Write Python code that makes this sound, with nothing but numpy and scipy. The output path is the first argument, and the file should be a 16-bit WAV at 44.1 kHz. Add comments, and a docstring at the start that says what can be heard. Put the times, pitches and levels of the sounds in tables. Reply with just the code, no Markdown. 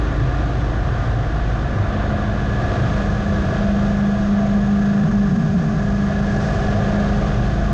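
"""An air-cooled V-twin motorcycle slows, leans through a long bend and picks up again, heard from the handlebar.
Its exhaust is a harmonic series on the firing cycle; the crank adds a once-a-turn shake.
The tread hums at the block rate, louder as the bike leans, and breaks into groans on a tar seam.
The primary drive whines and whirs among a roar and a hollow ring that throb with the firings.
Wind is shaped noise: it buffets the microphone, rushes round the bike and whistles past an edge."""
import sys
import numpy as np
from scipy import signal
from scipy.fft import rfft, irfft, next_fast_len
from scipy.io import wavfile
from scipy.ndimage import uniform_filter1d, minimum_filter1d, map_coordinates

SR = 44100
rng = np.random.default_rng(int(sys.argv[2]) if len(sys.argv) > 2 else 0)


def bounce(signal):
    """Save signal as a 16-bit WAV file at the path given by the first command-line argument."""
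    frames = np.transpose(np.atleast_2d(signal))
    limited = np.clip(frames, -1, 1)
    pcm = np.round(limited * 32767).astype(np.int16)
    wavfile.write(sys.argv[1], SR, pcm)


N = 340893

# Gusts and lulls of the air stream: [centre t/s, length/s, rise level/dB,
# extra hollow-ring level/dB, extra fizz level/dB]
GUSTS = [(0, 1.2, 1, -8, -0.5), (1.3, 0.56, -0.5, 1, -0.5), (2.1, 0.9, 1.9, 0.5, -2),
         (2.85, 1.06, 3, -2.5, 0), (3.62, 1.03, 2, 0.3, -0.5), (5.65, 1.85, -2, -2, 1.7),
         (6.45, 0.69, 0, 1.5, 3), (6.9, 1.89, 3, 0.5, 0)]
# Short puffs of air: [centre t/s, length/s, rise level/dB]
PUFFS = [(.42, 0.24, 0.8), (1.07, 0.13, 1.6), (2.12, 0.19, 0.5), (2.74, 0.12, 1.5), (2.98, .16, 0.2),
         (3.36, .14, 1), (3.85, .14, 1.2), (4.56, .12, 0.5), (6.08, .12, 1.2), (6.44, .14, 1),
         (6.72, .14, 1)]
# Relative spectra of the wind noises, low to high: [f/Hz, level/dB per Hz]
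BUFFET_SPECTRUM = [(10, -32), (23, -19.5), (35, -3), (50, -5.5), (64, -2), (85, -4), (118, -4.5), (136, -4),
                   (156, -10.5), (190, -19), (230, -16.5), (300, -34.5), (900, -120)]
RUSH_SPECTRUM = [(100, -80.5), (700, -2.5), (850, -1), (950, -4), (1030, 1.5), (1110, 0.5), (1155, 6),
                 (1215, 4.5), (1290, -2.5), (1420, 2), (1580, 0), (1790, -6.5), (1900, -5.5), (2300, -17.5),
                 (3300, -27.5), (5000, -50), (10000, -110)]
HISS_SPECTRUM = [(1200, -27), (1900, -1.5), (2250, -3), (2480, 1), (2700, -2.5), (3550, -1.5), (3950, -5.5),
                 (4600, -12), (6000, -35.5), (10000, -82)]
FIZZ_SPECTRUM = [(2000, -33.5), (3500, -14.5), (4300, -2), (4800, 0.5), (5600, -1), (6200, -1.5),
                 (6600, -2.5), (7100, -8.5), (8000, -15), (9000, -22), (10000, -35)]
# Wandering low boom in the buffeting: [t/s, f/Hz, level/dB]
BOOM = [(0, 135.2, -29.5), (.25, 132.1, -26), (.42, 122.6, -26), (.75, 119, -29.5), (1, 116, -23),
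        (1.25, 112.2, -24), (1.33, 111.5, -37), (1.5, 109.5, -24.5), (1.66, 106.4, -33.5),
        (1.8, 105.4, -19.5), (1.95, 100, -42), (2.25, 125, -25.5), (2.45, 99, -32), (2.65, 114.3, -26),
        (2.85, 124.2, -22), (3.05, 131, -34.5), (3.35, 72, -23.5), (3.6, 107.8, -36.5), (3.9, 130.3, -34.5),
        (5.2, 118.3, -32), (6.1, 110, -34), (6.75, 100.4, -27.5), (7.28, 111.8, -31.5), (7.4, 120.4, -22),
        (7.52, 124, -34), (7.73, 125.5, -31)]
# Relative spectra of the roar, hollow ring and whirr: [f/Hz, level/dB per Hz]
ROAR_SPECTRUM = [(50, -82.5), (150, -25.5), (215, 1), (250, -1), (330, 0.5), (430, -2), (540, 0),
                 (600, -2.5), (800, -15.5), (1200, -59), (3000, -120)]
HOLLOW_SPECTRUM = [(300, -120), (520, -35), (595, -13), (625, 2), (685, -1.5), (740, -0.5), (785, -5.5),
                   (815, -15.5), (950, -64.5), (1500, -120)]
WHIRR_SPECTRUM = [(1100, -120), (1520, -31), (1610, -16), (1635, 2), (1680, 2), (1718, 4), (1742, -6),
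                  (1775, -20.5), (1900, -46), (2500, -120)]
# Wandering resonance in the hollow ring: [t/s, f/Hz, level/dB before a fixed cut]
HOWL = [(0, 657, -39), (.5, 714, -32.5), (.8, 715, -41), (1.05, 694, -33), (1.4, 700, -35.5),
        (2.2, 680, -32), (2.5, 707, -34.5), (2.75, 692.3, -29.5), (2.95, 675.4, -35.5), (3.35, 660, -34.5),
        (3.53, 651, -26.5), (3.82, 661, -27), (3.92, 663.6, -36), (4.3, 673.7, -31), (5.3, 682.6, -36),
        (6.05, 670, -38.5), (6.22, 664, -30.5), (6.4, 668.6, -38), (7.05, 675, -27), (7.35, 660, -36.5),
        (7.73, 688, -31)]
# Common level of the primary drive's whirr and tones: [t/s, level/dB]
WHIRR_LEVEL = [(0, -41), (1.6, -44.5), (2.1, -41), (2.6, -36), (3.2, -38), (4.1, -39), (4.4, -41.5),
               (5, -38.5), (5.5, -41.5), (6.05, -39), (6.45, -35.5), (6.9, -38.5), (7.3, -42.5),
               (7.7, -41.5)]
# Primary drive tones: [multiple of the crank rate, level/dB at the case resonance re whirr level]
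DRIVE_TONES = [(33, -5), (34, -5.5), (35, -12.5)]
# Rate of tread blocks on the road, the pitch of the hum: [t/s, f/Hz]
TREAD_RATE = [(0, 220), (.7, 219.5), (1.3, 214.5), (2, 209), (2.5, 204.2), (3, 201.7), (3.5, 200.9),
              (4, 201.8), (4.5, 202.2), (5.2, 201.3), (5.8, 200.8), (6.3, 202.3), (7, 203.4), (7.73, 205)]
# Tread hum, which grows with the lean, and its octave: [t/s, level/dB]
HUM_LEVEL = [(0, -57), (1.3, -43.5), (1.75, -33.5), (2.1, -27), (2.75, -30), (2.95, -26.5), (3.2, -23.5),
             (3.5, -27), (3.75, -18.5), (4.05, -17), (4.4, -17.5), (5, -15), (5.3, -16), (5.85, -20.5),
             (6.05, -19), (6.35, -25), (7.1, -21), (7.35, -26.5), (7.7, -22.5)]
OCTAVE_LEVEL = [(0, -57), (2.6, -49), (3.9, -42.5), (4.5, -39.5), (5.2, -36.5), (6.2, -37), (7.2, -35),
                (7.7, -50)]
# Spans in which the hum breaks up on the seam: [start t/s, end t/s]
SEAM_SPANS = [(5.04, 5.115), (5.315, 5.775)]
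# Relative spectrum of the formless tyre flutter: [f/Hz, level/dB per Hz]
FLUTTER_SPECTRUM = [(60, -86.5), (100, -25.5), (135, -4), (155, -4.5), (190, 5.5), (225, 7.5), (242, -19),
                    (280, -45), (500, -120)]
# Groans of the tyre slipping and catching: [centre t/s, length/s, centre f/Hz, glide/Hz per s, level/dB]
SLIPS = [(5.064, .085, 161.6, 0, -14.5), (5.101, .08, 222, 0, -22.5), (5.322, .07, 188.6, -350, -15),
         (5.368, .07, 133.1, 0, -23.5), (5.352, 0.07, 225, 0, -20), (5.387, .07, 211.4, 0, -16),
         (5.41, 0.06, 169, -200, -19.5), (5.456, 0.093, 153, 250, -16), (5.44, 0.034, 222, 0, -21),
         (5.485, 0.038, 182, 300, -22), (5.518, 0.055, 197.5, 0, -16), (5.547, 0.061, 223, 2, -21),
         (5.572, 0.1, 180, -150, -14.5), (5.664, 0.15, 152.5, -1, -18.5), (5.695, 0.11, 211.3, 0, -23.5),
         (5.758, 0.16, 161.5, -100, -21.5)]
# Crankshaft rotation rate: [t/s, f/Hz]
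CRANK_RATE = [(0, 54), (.45, 54), (.75, 53.5), (1.1, 53), (1.7, 51.3), (2.4, 50.15), (2.8, 49.75),
              (3.4, 49.45), (4, 49.7), (4.5, 49.8), (5.5, 49.45), (6.5, 49.95), (7.1, 50.35), (7.73, 50.6)]
# Throttle opening: [t/s, opening 0-1]
THROTTLE = [(0, 0.03), (2.2, 0.06), (3, 0.77), (4, 1), (7.7, 1)]
# Once-a-turn shake of the engine: [t/s, level/dB]
SHAKE_LEVEL = [(0, -24), (1.58, -21.5), (1.72, -30), (2.35, -25.5), (2.6, -25.5), (2.85, -31), (3.08, -23),
               (3.3, -36), (3.72, -26), (4.05, -30), (4.2, -27.5), (4.4, -29), (4.58, -27), (5.02, -39),
               (5.18, -23.5), (5.5, -39), (5.93, -25), (6.1, -33), (6.3, -28), (6.65, -30.5), (7.28, -22),
               (7.7, -21)]
# Exhaust lines: [harmonic of the two-turn firing cycle, coasting level/dB, full-throttle level/dB]
EXHAUST_LINES = [(1, -41, -39.5), (3, -35.5, -38), (4, -32.5, -34), (5, -34, -35.5), (6, -39, -28.5),
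                 (7, -40.5, -30.5), (9, -48.5, -44.5), (10, -40.5, -47.5), (11, -44, -49.5),
                 (12, -45, -53.5), (13, -44.5, -48.5), (14, -47, -57.5), (15, -50.5, -48), (25, -56, -44.5),
                 (27, -46, -43.5), (29, -45.5, -53.5), (31, -57, -45)]
# Narrow resonances lifting a passing exhaust line: [f/Hz, width/Hz, peak lift/dB]
PIPES = [(297.2, 2.5, 10.5), (329, 2.6, 7.5)]

BUFFET_DB, SHELTER_DB = -23.5, 5.5  # upright level; its own drop at full lean
HUM_DUCK_DB = 1  # dip shared by the air-driven layers while the hum is loudest
BOOM_WIDTH_HZ, HOWL_WIDTH_HZ = 7, 32  # rates of fluctuation
EDGE_HZ, EDGE_WIDTH_HZ, EDGE_DB = 6550, 160, -59.5  # level at full lean
CASE_HZ, CASE_WIDTH_HZ = 1725, 87  # band in which the case lets the drive's tones out
BLOCKS_PER_SWELL, SWELL_DB = 12, 0.9  # the hum swells slightly once every 12 tread blocks
SEAM_FADE_S = 0.044
FLUTTER_SHARE, GRAIN_SHARE = 0.18, 0.035  # flutter power added on the seam; from asphalt grain
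TOP_HZ = 10200


def amp(db):
    """Decibels are a logarithmic measure of amplitude gain."""
    return 10 ** (np.asarray(db) / 20)


def unit(x):
    """Normalisation sets the root-mean-square value to 1."""
    return x / np.sqrt(np.mean(x ** 2) + 1e-20)


def curves(rows):
    """Linear interpolation gives one value per sample for each column after t/s."""
    seconds, *columns = np.transpose(rows)
    return [np.interp(np.arange(N) / SR, seconds, column) for column in columns]


def wobble(rate_hz):
    """Spline interpolation of random knots gives a slow, smooth fluctuation."""
    knots = rng.standard_normal(int(N * rate_hz / SR) + 4)
    return map_coordinates(knots, [np.arange(N) * rate_hz / SR])


def filtered(x, response):
    """Linear filtering multiplies the spectrum by a frequency response."""
    size = next_fast_len(N + SR // 2)  # padding
    spectrum = rfft(x, size) * response(np.fft.rfftfreq(size, 1 / SR))
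    return irfft(spectrum, size)[:N]


def noise(spectrum):
    """Spectral shaping colours white noise, interpolating decibels on log frequency."""
    f, db = np.transpose(spectrum)

    def response(hz):
        return amp(np.interp(np.log(hz + 1), np.log(f + 1), db))

    return unit(filtered(rng.standard_normal(N), response))


def tone(turns, waver_db, jitter_rad):
    """Amplitude and phase modulation broaden a sinusoid that follows accumulated turns."""
    phase = 2 * np.pi * (turns + rng.random()) + jitter_rad * wobble(12)
    return unit(amp(waver_db * wobble(14)) * np.sin(phase))


def levelled(x, seconds, strength):
    """Envelope compression divides out part of the short-term power."""
    envelope_power = np.abs(signal.hilbert(x)) ** 2
    power = np.abs(uniform_filter1d(envelope_power, max(int(seconds * SR), 1)))
    return unit(x / (power + 1e-3) ** (strength / 2))


def resonance(hz, centre_hz, width_hz):
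    """A Lorentzian response is 1 at its centre and a half one width away."""
    return 1 / (1 + ((hz - centre_hz) / width_hz) ** 2)


def band(rows, width_hz, strength):
    """A random complex envelope widens a gliding carrier; strength evens out its swells."""
    hz, db = curves(rows)
    envelope = wobble(2 * width_hz) + 1j * wobble(2 * width_hz)
    envelope = envelope / (np.abs(envelope) + .1) ** strength
    carrier = np.exp(2j * np.pi * np.cumsum(hz) / SR)
    return amp(db) * unit(np.real(envelope * carrier))


def swells(rows):
    """Superposed cosine-squared pulses give one curve for each height column."""
    t = np.arange(0, N / SR, .002)
    total = 0
    for centre, length, *heights in rows:
        pulse = np.cos(np.pi * np.clip((t - centre) / length, -.5, .5)) ** 2
        total = total + np.outer(pulse, heights)
    return curves(np.column_stack([t, total]))


def lean():
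    """Tread-hum power, relative to its maximum, serves as the lean from 0 to 1."""
    hum_db, = curves(HUM_LEVEL)
    return amp(hum_db - hum_db.max()) ** 2


def driven(db, follows, throttle_db):
    """Gain follows the air stream (dB per dB), dips under a loud hum and changes with throttle."""
    hum_power = lean()
    air_db = swells(GUSTS)[0] + swells(PUFFS)[0] - HUM_DUCK_DB * hum_power
    throttle, = curves(THROTTLE)
    return amp(db + follows * air_db + throttle_db * throttle)


def firing(turns, depth):
    """Periodic modulation has two uneven puffs per cycle, from cylinders 45 degrees apart."""
    second = 315 / 720  # fraction of the two-turn cycle
    puffs = 0
    for lag in (0, second):
        puffs = puffs + np.exp(6 * (np.cos(2 * np.pi * (turns / 2 - lag)) - 1))
    return unit(1 + depth * puffs)


def edge_whistle():
    """Flow past an edge is a narrow band of noise that grows with the lean."""
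    jet = filtered(rng.standard_normal(N), lambda hz: resonance(hz, EDGE_HZ, EDGE_WIDTH_HZ))
    return amp(EDGE_DB) * lean() ** .25 * unit(jet)


def wind(turns):
    """Turbulent eddies buffet the microphone; rush, hiss and fizz throb faintly with the firings."""
    _, _, fizz_db = swells(GUSTS)
    eddies = levelled(noise(BUFFET_SPECTRUM), seconds=0.025, strength=0.42) * amp(1.1 * wobble(9))
    buffet = driven(db=BUFFET_DB - SHELTER_DB * lean(), follows=0.87, throttle_db=0.0) * eddies
    boom = band(BOOM, BOOM_WIDTH_HZ, strength=1.0)
    rush = driven(db=-34.0, follows=.75, throttle_db=-0.5) * amp(0.56 * wobble(25)) * noise(RUSH_SPECTRUM)
    hiss = driven(db=-45, follows=1.05, throttle_db=0.57) * amp(.4 * wobble(25)) * noise(HISS_SPECTRUM)
    fizz = driven(db=-53.0, follows=0.86, throttle_db=3.0) * amp(fizz_db) * noise(FIZZ_SPECTRUM)
    stream = (rush + hiss + fizz) * firing(turns, depth=0.14)
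    return buffet + boom + edge_whistle() + stream


def primary_drive(turns):
    """Case resonance weights tones at multiples of the crank rate over a whirr of noise."""
    crank_hz, = curves(CRANK_RATE)
    whirr_db, = curves(WHIRR_LEVEL)
    teeth = 0
    for order, db in DRIVE_TONES:
        gain = amp(db) * resonance(order * crank_hz, CASE_HZ, CASE_WIDTH_HZ)
        teeth = teeth + gain * tone(order * turns, waver_db=0.0, jitter_rad=0.2)
    return amp(whirr_db) * (amp(-2.0) * noise(WHIRR_SPECTRUM) + teeth)


def machinery(turns):
    """Amplitude modulation by the firings makes roar, hollow ring and drive throb together."""
    _, hollow_db, _ = swells(GUSTS)
    roar = driven(db=-33.0, follows=1.26, throttle_db=1) * noise(ROAR_SPECTRUM)
    hollow_gain = driven(db=-38.5, follows=1.2, throttle_db=4.0) * amp(hollow_db + .5 * wobble(30))
    hollow = hollow_gain * noise(HOLLOW_SPECTRUM)
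    howl = amp(-4) * band(HOWL, HOWL_WIDTH_HZ, strength=0.088)
    return (roar + hollow + howl + primary_drive(turns)) * firing(turns, depth=0.33)


def slips():
    """Stick-slip on the seam is a set of brief gliding groans."""
    t = np.arange(N) / SR
    out = np.zeros(N)
    for centre, length, hz, glide, db in SLIPS:
        inside = np.abs(t - centre) < length / 2
        u = t[inside] - centre
        envelope = np.sqrt(2) * amp(db) * np.cos(np.pi * u / length)
        cycles = rng.random() + hz * u + glide * u ** 2 / 2
        out[inside] += envelope * np.sin(2 * np.pi * cycles)
    return out


def seam_contact():
    """Linear crossfades raise the seam's influence from 0 to 1 and back."""
    t = np.arange(N) / SR
    broken = 0
    for start, end in SEAM_SPANS:
        broken = broken + np.clip(np.minimum(t - start, end - t) / SEAM_FADE_S + .5, 0, 1)
    return np.clip(broken, 0, 1)


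def tyre():
    """Periodic block impacts make a hum; the seam breaks it into flutter and separate groans."""
    hum_db, = curves(HUM_LEVEL)
    octave_db, = curves(OCTAVE_LEVEL)
    broken = seam_contact()
    blocks = np.cumsum(curves(TREAD_RATE)[0]) / SR
    steady = tone(blocks, waver_db=1.53, jitter_rad=0.081)
    flutter = levelled(noise(FLUTTER_SPECTRUM), seconds=0.025, strength=0.66)
    hum = (1 - broken) * np.sqrt(1 - GRAIN_SHARE) * steady
    hum += np.sqrt(GRAIN_SHARE + FLUTTER_SHARE * broken) * flutter
    swell_db = SWELL_DB * np.sin(2 * np.pi * blocks / BLOCKS_PER_SWELL)
    octave = amp(octave_db) * tone(2 * blocks, waver_db=0.8, jitter_rad=0.05)
    return amp(hum_db + swell_db) * hum + slips() + octave


def engine(turns):
    """Harmonics of the firing cycle change balance with throttle; the crank shakes the frame."""
    crank_hz, = curves(CRANK_RATE)
    throttle, = curves(THROTTLE)
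    shake_db, = curves(SHAKE_LEVEL)
    out = amp(shake_db) * tone(turns, waver_db=0.1, jitter_rad=0.06)
    for order, coast_db, pull_db in EXHAUST_LINES:
        per_turn = order / 2  # a firing cycle lasts two turns
        pipe_db = sum(db * resonance(per_turn * crank_hz, hz, width) for hz, width, db in PIPES)
        line_db = coast_db + (pull_db - coast_db) * throttle + pipe_db
        out += amp(line_db) * tone(per_turn * turns, waver_db=2.5, jitter_rad=0.44)
    return out


def scene():
    """Superposition adds the sources; the crank's accumulated turns time the firings."""
    turns = np.cumsum(curves(CRANK_RATE)[0]) / SR
    return (wind(turns) + machinery(turns) + tyre() + engine(turns))[None]


def limited(x, ceiling_db, knee, size):
    """Look-ahead gain reduction with a soft knee holds peaks under the ceiling."""
    needed_gain = (1 + np.abs(x / amp(ceiling_db)) ** knee) ** (-1 / knee)
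    return x * uniform_filter1d(minimum_filter1d(needed_gain, size), size)


def record(dry):
    """Peak limiting precedes a sharp low-pass that removes everything above the band limit."""
    held = limited(amp(0.6) * dry[0], ceiling_db=-8.5, knee=4.5, size=400)  # size in samples
    return filtered(held, lambda hz: hz < TOP_HZ)[None]


dry = scene()
out = record(dry)
bounce(out)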